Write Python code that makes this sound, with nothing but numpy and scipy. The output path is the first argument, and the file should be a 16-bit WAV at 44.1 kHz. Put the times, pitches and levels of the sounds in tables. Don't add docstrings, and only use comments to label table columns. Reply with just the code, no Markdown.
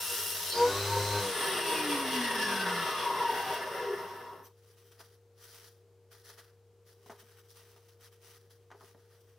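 import sys
import numpy as np
from scipy import signal
from scipy.fft import rfft, irfft
from scipy.io import wavfile

SR = 44100
rng = np.random.default_rng(int(sys.argv[2]) if len(sys.argv) > 2 else 0)


def put_to_file(sound):
    columns = np.atleast_2d(sound).T
    safe = np.clip(columns, -1, 1)
    whole_steps = np.round(safe * 32767)
    wavfile.write(sys.argv[1], SR, whole_steps.astype(np.int16))


N = 413658
TIME = np.arange(N) / SR
FREQS = np.maximum(np.arange(N // 2 + 1) * SR / N, 1)

CUT_END_S, SWITCH_OFF_S = 0.547, 1.217

# frequency in Hz, width in Hz, boost in dB.
CABINET_MODES = [(179.7, 26, 12), (249.5, 9.4, 17), (292.5, 10, 11.5), (368, 24, 7.5), (402.4, 24, 13),
                 (481.7, 13.2, 13.5), (639.4, 17, 9.5), (763, 18, 8.5), (925, 33.4, 10),
                 (958.7, 19.5, 15.5), (1092, 19, 10), (1230, 28, 5), (1554, 18, 7.5), (1731, 26, 11.5),
                 (1886, 30, 7.5), (2010, 110, 4), (2808, 190, 8.5), (3380, 87, 6.5), (5550, 170, 5)]
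# frequency in Hz, width in Hz, boost in dB.
BOARD_MODES = [(227, 28, 5.5), (410, 19, 17), (680, 46, 7), (820, 50, 0.5), (942, 130, 9), (1217, 95, 5.5),
               (1527, 200, 4), (1900, 120, 5.5), (3160, 150, 5.5), (3870, 140, 3.5), (5880, 680, 7.5)]
# frequency in Hz, relative level in dB.
RUB_SPECTRUM = [(300, -11.5), (600, -4), (1000, -7.5), (1350, 1.5), (2300, -0.5), (3300, -1), (4800, -3),
                (6000, -6.5), (7300, -9), (9500, -5), (12000, -7), (15500, -3.5)]
# frequency in Hz, side less mid level in dB.
STEREO_WIDTH = [(60, -1), (110, -21.5), (200, -11), (380, -19.5), (700, -13.5), (1290, -13.5), (2380, -10),
                (4400, -6.5), (8120, -3.5), (15000, -1)]


def shaft_speed():
    # time in seconds, turns per second.
    speed_curve = [(0, 91), (.36, 93), (.55, 92), (.68, 96.7), (.78, 99.6), (.92, 100.8), (1.2, 101.7),
                   (1.3, 95), (1.4, 84.5), (1.55, 73), (1.75, 63), (2.0, 55), (2.25, 47.6), (2.5, 40.6),
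                   (3.0, 29), (3.5, 18.7), (4.0, 9.2), (4.52, 0)]
    in_wood = 1 - after(CUT_END_S, 0.057)
    return np.interp(TIME, *np.transpose(speed_curve)) + 0.3985 * drift(9) * in_wood


def cutting(turns):
    # frequency in Hz, relative level in dB.
    tearing_spectrum = [(50, -21), (150, -11.5), (280, -26), (420, -4.5), (600, -4.5), (900, -10),
                        (1300, -0.5), (2300, -5.5), (3500, 1), (6000, 2.5), (7300, -2.5), (10500, 2),
                        (15500, -2)]
    # multiple of the shaft speed, relative level in dB.
    load_orders = [(5, -54.5), (10, -53), (15, -48), (30, -40.5), (45, -52.5), (60, -41), (90, -42.5),
                   (105, -38.5), (120, -38), (135, -42.5), (150, -41.5), (165, -45.5)]
    tearing = comb(resonate(noise(tearing_spectrum), CABINET_MODES), depth_db=2.8, spacing_hz=91.1)
    chips = from_db(-35 + drift(400) + 0.5 * drift(6.2)) * tearing
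    buzz = from_db(-9.5) * tones(turns, load_orders, flutter_db=3.5, smear=2.2, rate=39.4)
    buzz = buzz * (1 - after(0.36, 0.022))
    return (chips + buzz) * (1 - after(CUT_END_S, 0.032))


def running_free(speed, turns):
    free, powered = after(CUT_END_S, 0.03), 1 - after(SWITCH_OFF_S, 0.011)
    whistle_on = after(0.666, 0.014) * (1 - after(1.225, 0.028))
    # multiple of the shaft speed, level in dB.
    whistle_orders = [(39, -55), (40, -44.5), (41, -61.5), (42, -52), (80, -54), (120, -58), (152, -60)]
    whistle = whistle_on * tones(turns, whistle_orders, flutter_db=2.5, smear=0.36, rate=63)
    return (free * air_rush() + whistle + resonate(free * powered * drone(turns), CABINET_MODES)
            + blade_ring() + unbalance(speed, turns))


def air_rush():
    # frequency in Hz, relative level in dB.
    air_spectrum = [(30, -21), (70, -0.5), (140, -5), (250, -8), (380, 7), (550, 1.5), (800, 2),
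                    (1300, 2.5), (2200, -3), (4200, -2.5), (6000, -2.5), (7300, -10.5), (9500, -8.5),
                    (15500, -14.5)]
    dying = 1 - after(1.34, 0.11)
    return from_db(-35) * dying * comb(noise(air_spectrum), depth_db=2.1, spacing_hz=70)


def drone(turns):
    # multiple of the shaft speed, relative level in dB.
    motor_orders = [(2, -28), (3, -27.5), (4, -16.5), (8, -36)]
    # multiple of the blade speed, relative level in dB.
    blade_orders = [(5, -9), (6, -21), (7, -24.5), (9, -16.5), (10, -18), (11, -17.5), (12, -28),
                    (15, -13.5)]
    # time of the peak in seconds, half length in seconds, added gain in dB.
    drone_swells = [(0.615, 0.16, -44), (0.97, 0.0087, -39), (1.153, 0.033, -40.5)]
    blade_ratio = 1.014
    gain = from_db(-43.5) + sum(from_db(db) * bump(s, half) for s, half, db in drone_swells)
    motor = tones(turns, motor_orders, flutter_db=2, smear=0.18, rate=12)
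    blade = tones(blade_ratio * turns, blade_orders, flutter_db=5.0, smear=0.54, rate=12.94)
    return gain * (motor + blade)


def blade_ring():
    # frequency in Hz, width in Hz, time of the peak and half length in seconds, level in dB.
    blade_modes = [(3120, 17, 0.514, .05, -45), (4000, 15, 0.55, 0.054, -44.5),
                   (5360, 12.6, 0.507, 0.06, -48), (8700, 87, .5, 0.019, -42),
                   (4960, 13.6, .56, 0.028, -36), (4700, 130, 0.584, 0.057, -40),
                   (4360, 38, 0.518, 0.052, -43.5), (5360, 94, 2.45, .1, -44),
                   (5900, 300, 4.455, .025, -69), (12100, 450, 4.455, 0.024, -60)]
    return sum(from_db(db + 1.2 * drift(56.2)) * bump(s, half) * ringing(hz, width)
               for hz, width, s, half, db in blade_modes)


def unbalance(speed, turns):
    free_speed = 101.3
    db_per_speed = 3
    gain = from_db(-35 - db_per_speed * (free_speed - speed) + drift(13.0))
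    return gain * (1 - after(1.32, 0.27)) * np.sqrt(2) * np.sin(2 * np.pi * turns)


def coasting(speed, turns):
    throb = from_db(2 * np.sin(2 * np.pi * turns))
    noisy = after(1.248, 0.11) * grind(speed, turns)
    tonal = after(SWITCH_OFF_S, 0.019) * (gear_whine(speed, turns, throb) + fan_tone(speed, turns))
    return rattle_ring(speed, throb) + resonate(noisy + tonal, CABINET_MODES)


def grind(speed, turns):
    # frequency in Hz, relative level in dB.
    coast_spectrum = [(60, -18.5), (130, -5.5), (260, -15), (420, 2.5), (600, 0.5), (850, -2), (1300, 4.5),
                      (2000, -2), (2300, -6), (3300, -6), (5900, -11.5), (6700, -22.5), (7900, -20.5),
                      (8600, -9.5), (10200, -8), (11300, -22), (12200, -15), (13200, -10), (15500, -19.5)]
    # level in dB, knee in turns per second, loss per halving of speed in dB.
    band_laws = [(-46.5, 17.4, 5.5), (-48, 14.2, 9.5), (-40.5, 36, 8), (-39.5, 81.5, 10.5), (-48, 48, 4.5)]
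    low, rest = split(shifting_noise(coast_spectrum, depth_db=4.0, spacing_hz=69.8, rate=9), 2320)
    rumble, clatter = split(low, 1375)
    rattle, rest = split(rest, 7700)
    sizzle, top = split(rest, 10000)
    bands = (rumble, clatter, rattle, sizzle, top)
    total = sum(band * with_speed(speed, *law) * from_db(1.06 * drift(12))
                for band, law in zip(bands, band_laws))
    return total * from_db(-0.17 * np.sin(2 * np.pi * turns) + 0.43 * drift(130))


def gear_whine(speed, turns, throb):
    # multiple of the shaft speed, relative level in dB.
    gear_orders = [(34, -7), (35, -5), (36, -9), (38, -11), (39, -4), (40, 2), (41, -1.5), (42, -5),
                   (45, -10)]
    # turns per second, width in octaves, boost in dB.
    gear_swells = [(52, 0.24, 6), (33.84, 0.56, 8.5), (24.24, 0.021, 9), (21, 0.045, 6.5), (10.2, 0.24, 3)]
    mesh_speed, stall_speed = 49, 9.88
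    mesh = tones(turns, gear_orders, flutter_db=3.4, smear=1.3, rate=32)
    bounce = tones(turns, gear_orders, flutter_db=5, smear=1.5, rate=28)
    meshed = 0.5 + 0.5 * np.tanh((mesh_speed - speed) / 2)
    whine = from_db(-57.5) * swelling(speed, gear_swells, stall_speed) * throb * mesh * meshed
    chatter = from_db(-61.5) * swelling(speed, [(67, 0.49, 4.3)], mesh_speed) * bounce
    return whine + chatter


def fan_tone(speed, turns):
    # multiple of the shaft speed, relative level in dB.
    fan_orders = [(2, -14.5), (3, -21), (4, -34), (5, 0), (6, -11)]
    # turns per second, width in octaves, boost in dB.
    fan_swells = [(102.7, 0.098, 14.5), (58.3, 0.21, 5), (36, .25, -1)]
    gain = from_db(-55) * swelling(speed, fan_swells, stall=32.3)
    return gain * tones(turns, fan_orders, flutter_db=1.0, smear=0.65, rate=22)


def rattle_ring(speed, throb):
    # frequency in Hz, width in Hz, level in dB, knee in turns per second,
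    # loss per halving of speed in dB.
    steel_modes = [(954, 39, -47, 8.9, 4), (2830, 130, -59, 23, 12), (5400, 370, -55, 15, 7.5)]
    modes = sum(with_speed(speed, *law) * ringing(hz, width) for hz, width, *law in steel_modes)
    return after(1.5, 0.47) * throb * modes


def with_speed(speed, db, knee, db_per_halving):
    return from_db(db - db_per_halving * np.log2(1 + (knee / (speed + 1e-6)) ** 4) / 4)


def swelling(speed, swells, stall):
    octave = np.log2(speed + 1e-6)
    boost = sum(db * np.exp(-((octave - np.log2(at)) / width) ** 2) for at, width, db in swells)
    return from_db(boost) * (0.5 + 0.5 * np.tanh((octave - np.log2(stall)) / 0.035))


def rubbing():
    # start and length in seconds, relative hiss level in dB,
    # scrape less hiss in dB before the two are mixed.
    rub_strokes = [(3.30, 0.25, -44, 5), (4.435, 0.022, -54.5, -6), (4.65, .015, -64, -8),
                   (4.73, 0.17, -62.5, -3), (4.905, 0.017, -55.5, 1), (4.985, 0.021, -52, 1),
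                   (5.03, 0.027, -57.5, -3), (5.37, 0.31, -52, -3.5), (6.108, 0.011, -47, 0.5),
                   (6.14, 0.077, -60, -6), (6.23, 0.077, -54, -3), (6.288, 0.011, -47.5, 1),
                   (6.365, 0.038, -53, 3), (6.85, 0.086, -60, -3.5), (7.052, 0.015, -53, -3),
                   (7.09, 0.031, -54, -2), (7.18, 0.025, -51.5, -0.5), (7.25, 0.16, -59.5, 1),
                   (7.35, 0.028, -59.5, 4.5), (7.475, 0.044, -55, -9), (7.545, 0.059, -54, -1.5),
                   (7.695, 0.024, -57.5, -3), (7.74, 0.031, -70, -4), (7.875, 0.011, -57.5, -1),
                   (7.99, 0.085, -56, -0.5), (8.11, 0.018, -57.5, 1), (8.195, 0.18, -56.5, -1),
                   (8.496, 0.013, -56, -3), (8.78, 0.14, -59.5, 0.5), (9.195, 0.016, -61.5, -9)]
    finger_grips = [(4.5, 0.65, -64.5, -1.5), (6.9, 0.98, -63.5, 0), (8.5, 1, -70, 1)]
    hiss_gain = scrape_gain = 0
    for rows, unsteady in ((rub_strokes, from_db(drift(30))), (finger_grips, from_db(2.5 * drift(17)))):
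        for start, length, db, scrape_db in rows:
            gain = from_db(db) * stroke(start, length) * unsteady
            hiss_gain = np.maximum(hiss_gain, gain)
            scrape_gain = np.maximum(scrape_gain, gain * from_db(scrape_db))
    grain = from_db(1.8 * drift(900) + drift(70))
    surface = shifting_noise(RUB_SPECTRUM, depth_db=3.4, spacing_hz=290, rate=9)
    low, high = split(resonate(surface * grain + snags(), BOARD_MODES), 3130)
    scrape = from_db(-8.5) * scrape_gain * low * from_db(0.46 * drift(27))
    return scrape + from_db(-3.0) * hiss_gain * high


def stroke(start, length):
    attack = 0.016 + 0.16 * length
    rise = after(start + attack / 2, attack / 2)
    since_end = np.clip(TIME - start - length, 0, 1)
    release = np.exp(-since_end / 0.021)
    wash = from_db(-5) * np.exp(-since_end / 0.065)
    return rise * np.maximum(release, wash)


def snags():
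    per_second, least_db, spread_db = 90, 11, 1
    born = rng.random(N) < per_second / SR
    size_db = least_db + spread_db * np.minimum(rng.exponential(1, N), 3)
    ticks = born * from_db(size_db) * rng.choice([-1, 1], N)
    return irfft(rfft(ticks) * from_db(at_hz(RUB_SPECTRUM)), N)


def knocks():
    # time in seconds, relative level in dB,
    # lowest frequency in Hz, contact brightness in Hz.
    contacts = [(5.005, -32.5, 450, 1710), (6.12, -45, 1300, 5000), (6.296, -37.5, 1200, 4970),
                (6.385, -42, 1400, 2600), (6.398, -44, 1400, 3000), (7.062, -33, 200, 1300),
                (7.0972, -23, 352, 1700), (7.103, -29, 500, 1700), (7.109, -32, 350, 1500),
                (7.121, -30.5, 400, 2000), (7.13, -38, 500, 1600), (7.226, -36, 150, 500),
                (7.703, -43, 3000, 11970), (7.762, -37, 250, 1200), (8.021, -38, 3000, 12000),
                (8.505, -46, 2000, 7030), (8.704, -33.5, 900, 2600), (8.715, -26, 794, 2600),
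                (8.724, -34.5, 400, 1200), (8.747, -33, 350, 900), (8.809, -30, 700, 1500),
                (8.829, -32, 200, 604), (8.948, -29.5, 150, 505)]
    # frequency in Hz, relative level in dB.
    knock_spectrum = [(120, -4), (220, -4), (450, -7.5), (700, -6.5), (1100, -9.5), (1700, -12),
                      (2500, -17), (5000, -19), (15000, -23.5)]
    bounce_t60_s, wash_t60_s = 0.076, 0.3
    out, t = np.zeros((2, N)), TIME[:SR // 3]
    fade = from_db(-60 * t / bounce_t60_s) + from_db(-10 - 60 * t / wash_t60_s)
    for s, db, low_hz, bright_hz in contacts:
        shared = rng.standard_normal(len(t))
        burst = (shared + 0.22 * rng.standard_normal((2, len(t)))) * fade
        burst[:, 0] -= 10 * from_db(0.5)
        high_hz = np.clip(bright_hz, 1.2 * low_hz, SR / 3)
        contact = signal.butter(1, [low_hz, high_hz], "band", fs=SR)
        start = round(s * SR)
        knock = from_db(db - 9.0) * signal.lfilter(*contact, burst)
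        out[:, start:start + len(t)] += knock[:, :N - start]
    return resonate(irfft(rfft(out) * from_db(at_hz(knock_spectrum)), N), BOARD_MODES)


def workshop():
    # frequency in Hz, level in dB.
    hum_tones = [(100.4, -65), (470, -66.5), (400, -99)]
    # frequency in Hz, relative level in dB.
    floor_spectrum = [(25, -26.5), (80, -4), (150, -8.5), (280, -14.5), (350, -5.5), (400, 3), (450, -5.5),
                      (560, -10.5), (900, -15.5), (2000, -23.5), (6000, -26.5), (8000, -29), (15500, -33.5)]
    hum = sum(from_db(db + 0.26 * drift(6.3)) * np.sqrt(2)
              * np.sin(2 * np.pi * hz * TIME + 0.051 * drift(5.1)) for hz, db in hum_tones)
    return hum + from_db(-70.0) * noise(floor_spectrum)


def tones(turns, orders, flutter_db, smear, rate):
    return sum(from_db(db + flutter_db * drift(rate)) * np.sqrt(2)
               * np.sin(2 * np.pi * k * turns + smear * drift(rate)) for k, db in orders)


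def ringing(hz, width):
    r = np.exp(-np.pi * width / SR)
    poles = [1, -2 * r * np.cos(2 * np.pi * hz / SR), r * r]
    mid, side = signal.lfilter([1, 0, -1], poles, rng.standard_normal((2, N)))
    side = side * from_db(np.interp(hz, *np.transpose(STEREO_WIDTH)))
    return rms_one(np.array([mid + side, mid - side]))


def resonate(x, modes):
    response = 1
    for hz, width, db in modes:
        detune = 1j * (FREQS ** 2 - hz ** 2) / (FREQS * width)
        response = response * (from_db(db) + detune) / (1 + detune)
    return irfft(rfft(x) * response, N)


def comb(x, depth_db, spacing_hz):
    ripple = np.interp(FREQS / spacing_hz, np.arange(2048), rng.standard_normal(2048))
    return rms_one(irfft(rfft(x) * from_db(depth_db * ripple * FREQS / (FREQS + 1200)), N))


def shifting_noise(spectrum, depth_db, spacing_hz, rate):
    place = 1.6 * drift(rate)
    total = 0
    for k in range(3):
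        share = np.maximum(np.cos(place + 2 * np.pi * k / 3), 0)
        total = total + share * comb(noise(spectrum), depth_db, spacing_hz)
    return rms_one(total)


def noise(spectrum):
    mid, side = rfft(rng.standard_normal((2, N))) * from_db(at_hz(spectrum))
    side = side * from_db(at_hz(STEREO_WIDTH))
    return rms_one(irfft(np.array([mid + side, mid - side]), N))


def split(x, hz):
    low = irfft(rfft(x) / (1 + (FREQS / hz) ** 8), N)
    return rms_one(low), rms_one(x - low)


def drift(rate):
    knots = rng.standard_normal(8192)
    return np.interp(TIME * rate, np.arange(len(knots)), knots) * np.sqrt(3 / 2)


def after(s, width):
    return 0.5 + 0.5 * np.tanh((TIME - s) / width)


def bump(s, half):
    return np.exp(-((TIME - s) / half) ** 2)


def at_hz(points):
    hz, value = np.transpose(points)
    return np.interp(np.log(FREQS), np.log(hz), value)


def from_db(db):
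    return 10 ** (np.asarray(db) / 20)


def rms_one(x):
    return x / np.sqrt(np.mean(x ** 2) + 1e-20)


def scene():
    speed = shaft_speed()
    turns = np.cumsum(speed) / SR
    saw = cutting(turns) + running_free(speed, turns) + coasting(speed, turns)
    return saw + rubbing() + knocks() + workshop()


def record(dry):
    # frequency in Hz, left less right level in dB.
    left_lean = [(60, 0.5), (110, 2.5), (200, 0.5), (380, 1.5), (700, 1.5), (1290, 1.0), (2380, 0.5),
                 (4400, 1.0), (8120, 2), (15000, 2.5)]
    cutoff_hz = 15760
    ease_in = np.minimum(TIME / 0.008, 1)
    lean = from_db(at_hz(left_lean) * np.array([[0.5], [-0.5]]))
    top = 1 / np.sqrt(1 + (FREQS / cutoff_hz) ** 300)
    return irfft(rfft(dry * ease_in) * lean * top, N)


dry = scene()
out = record(dry)
put_to_file(out)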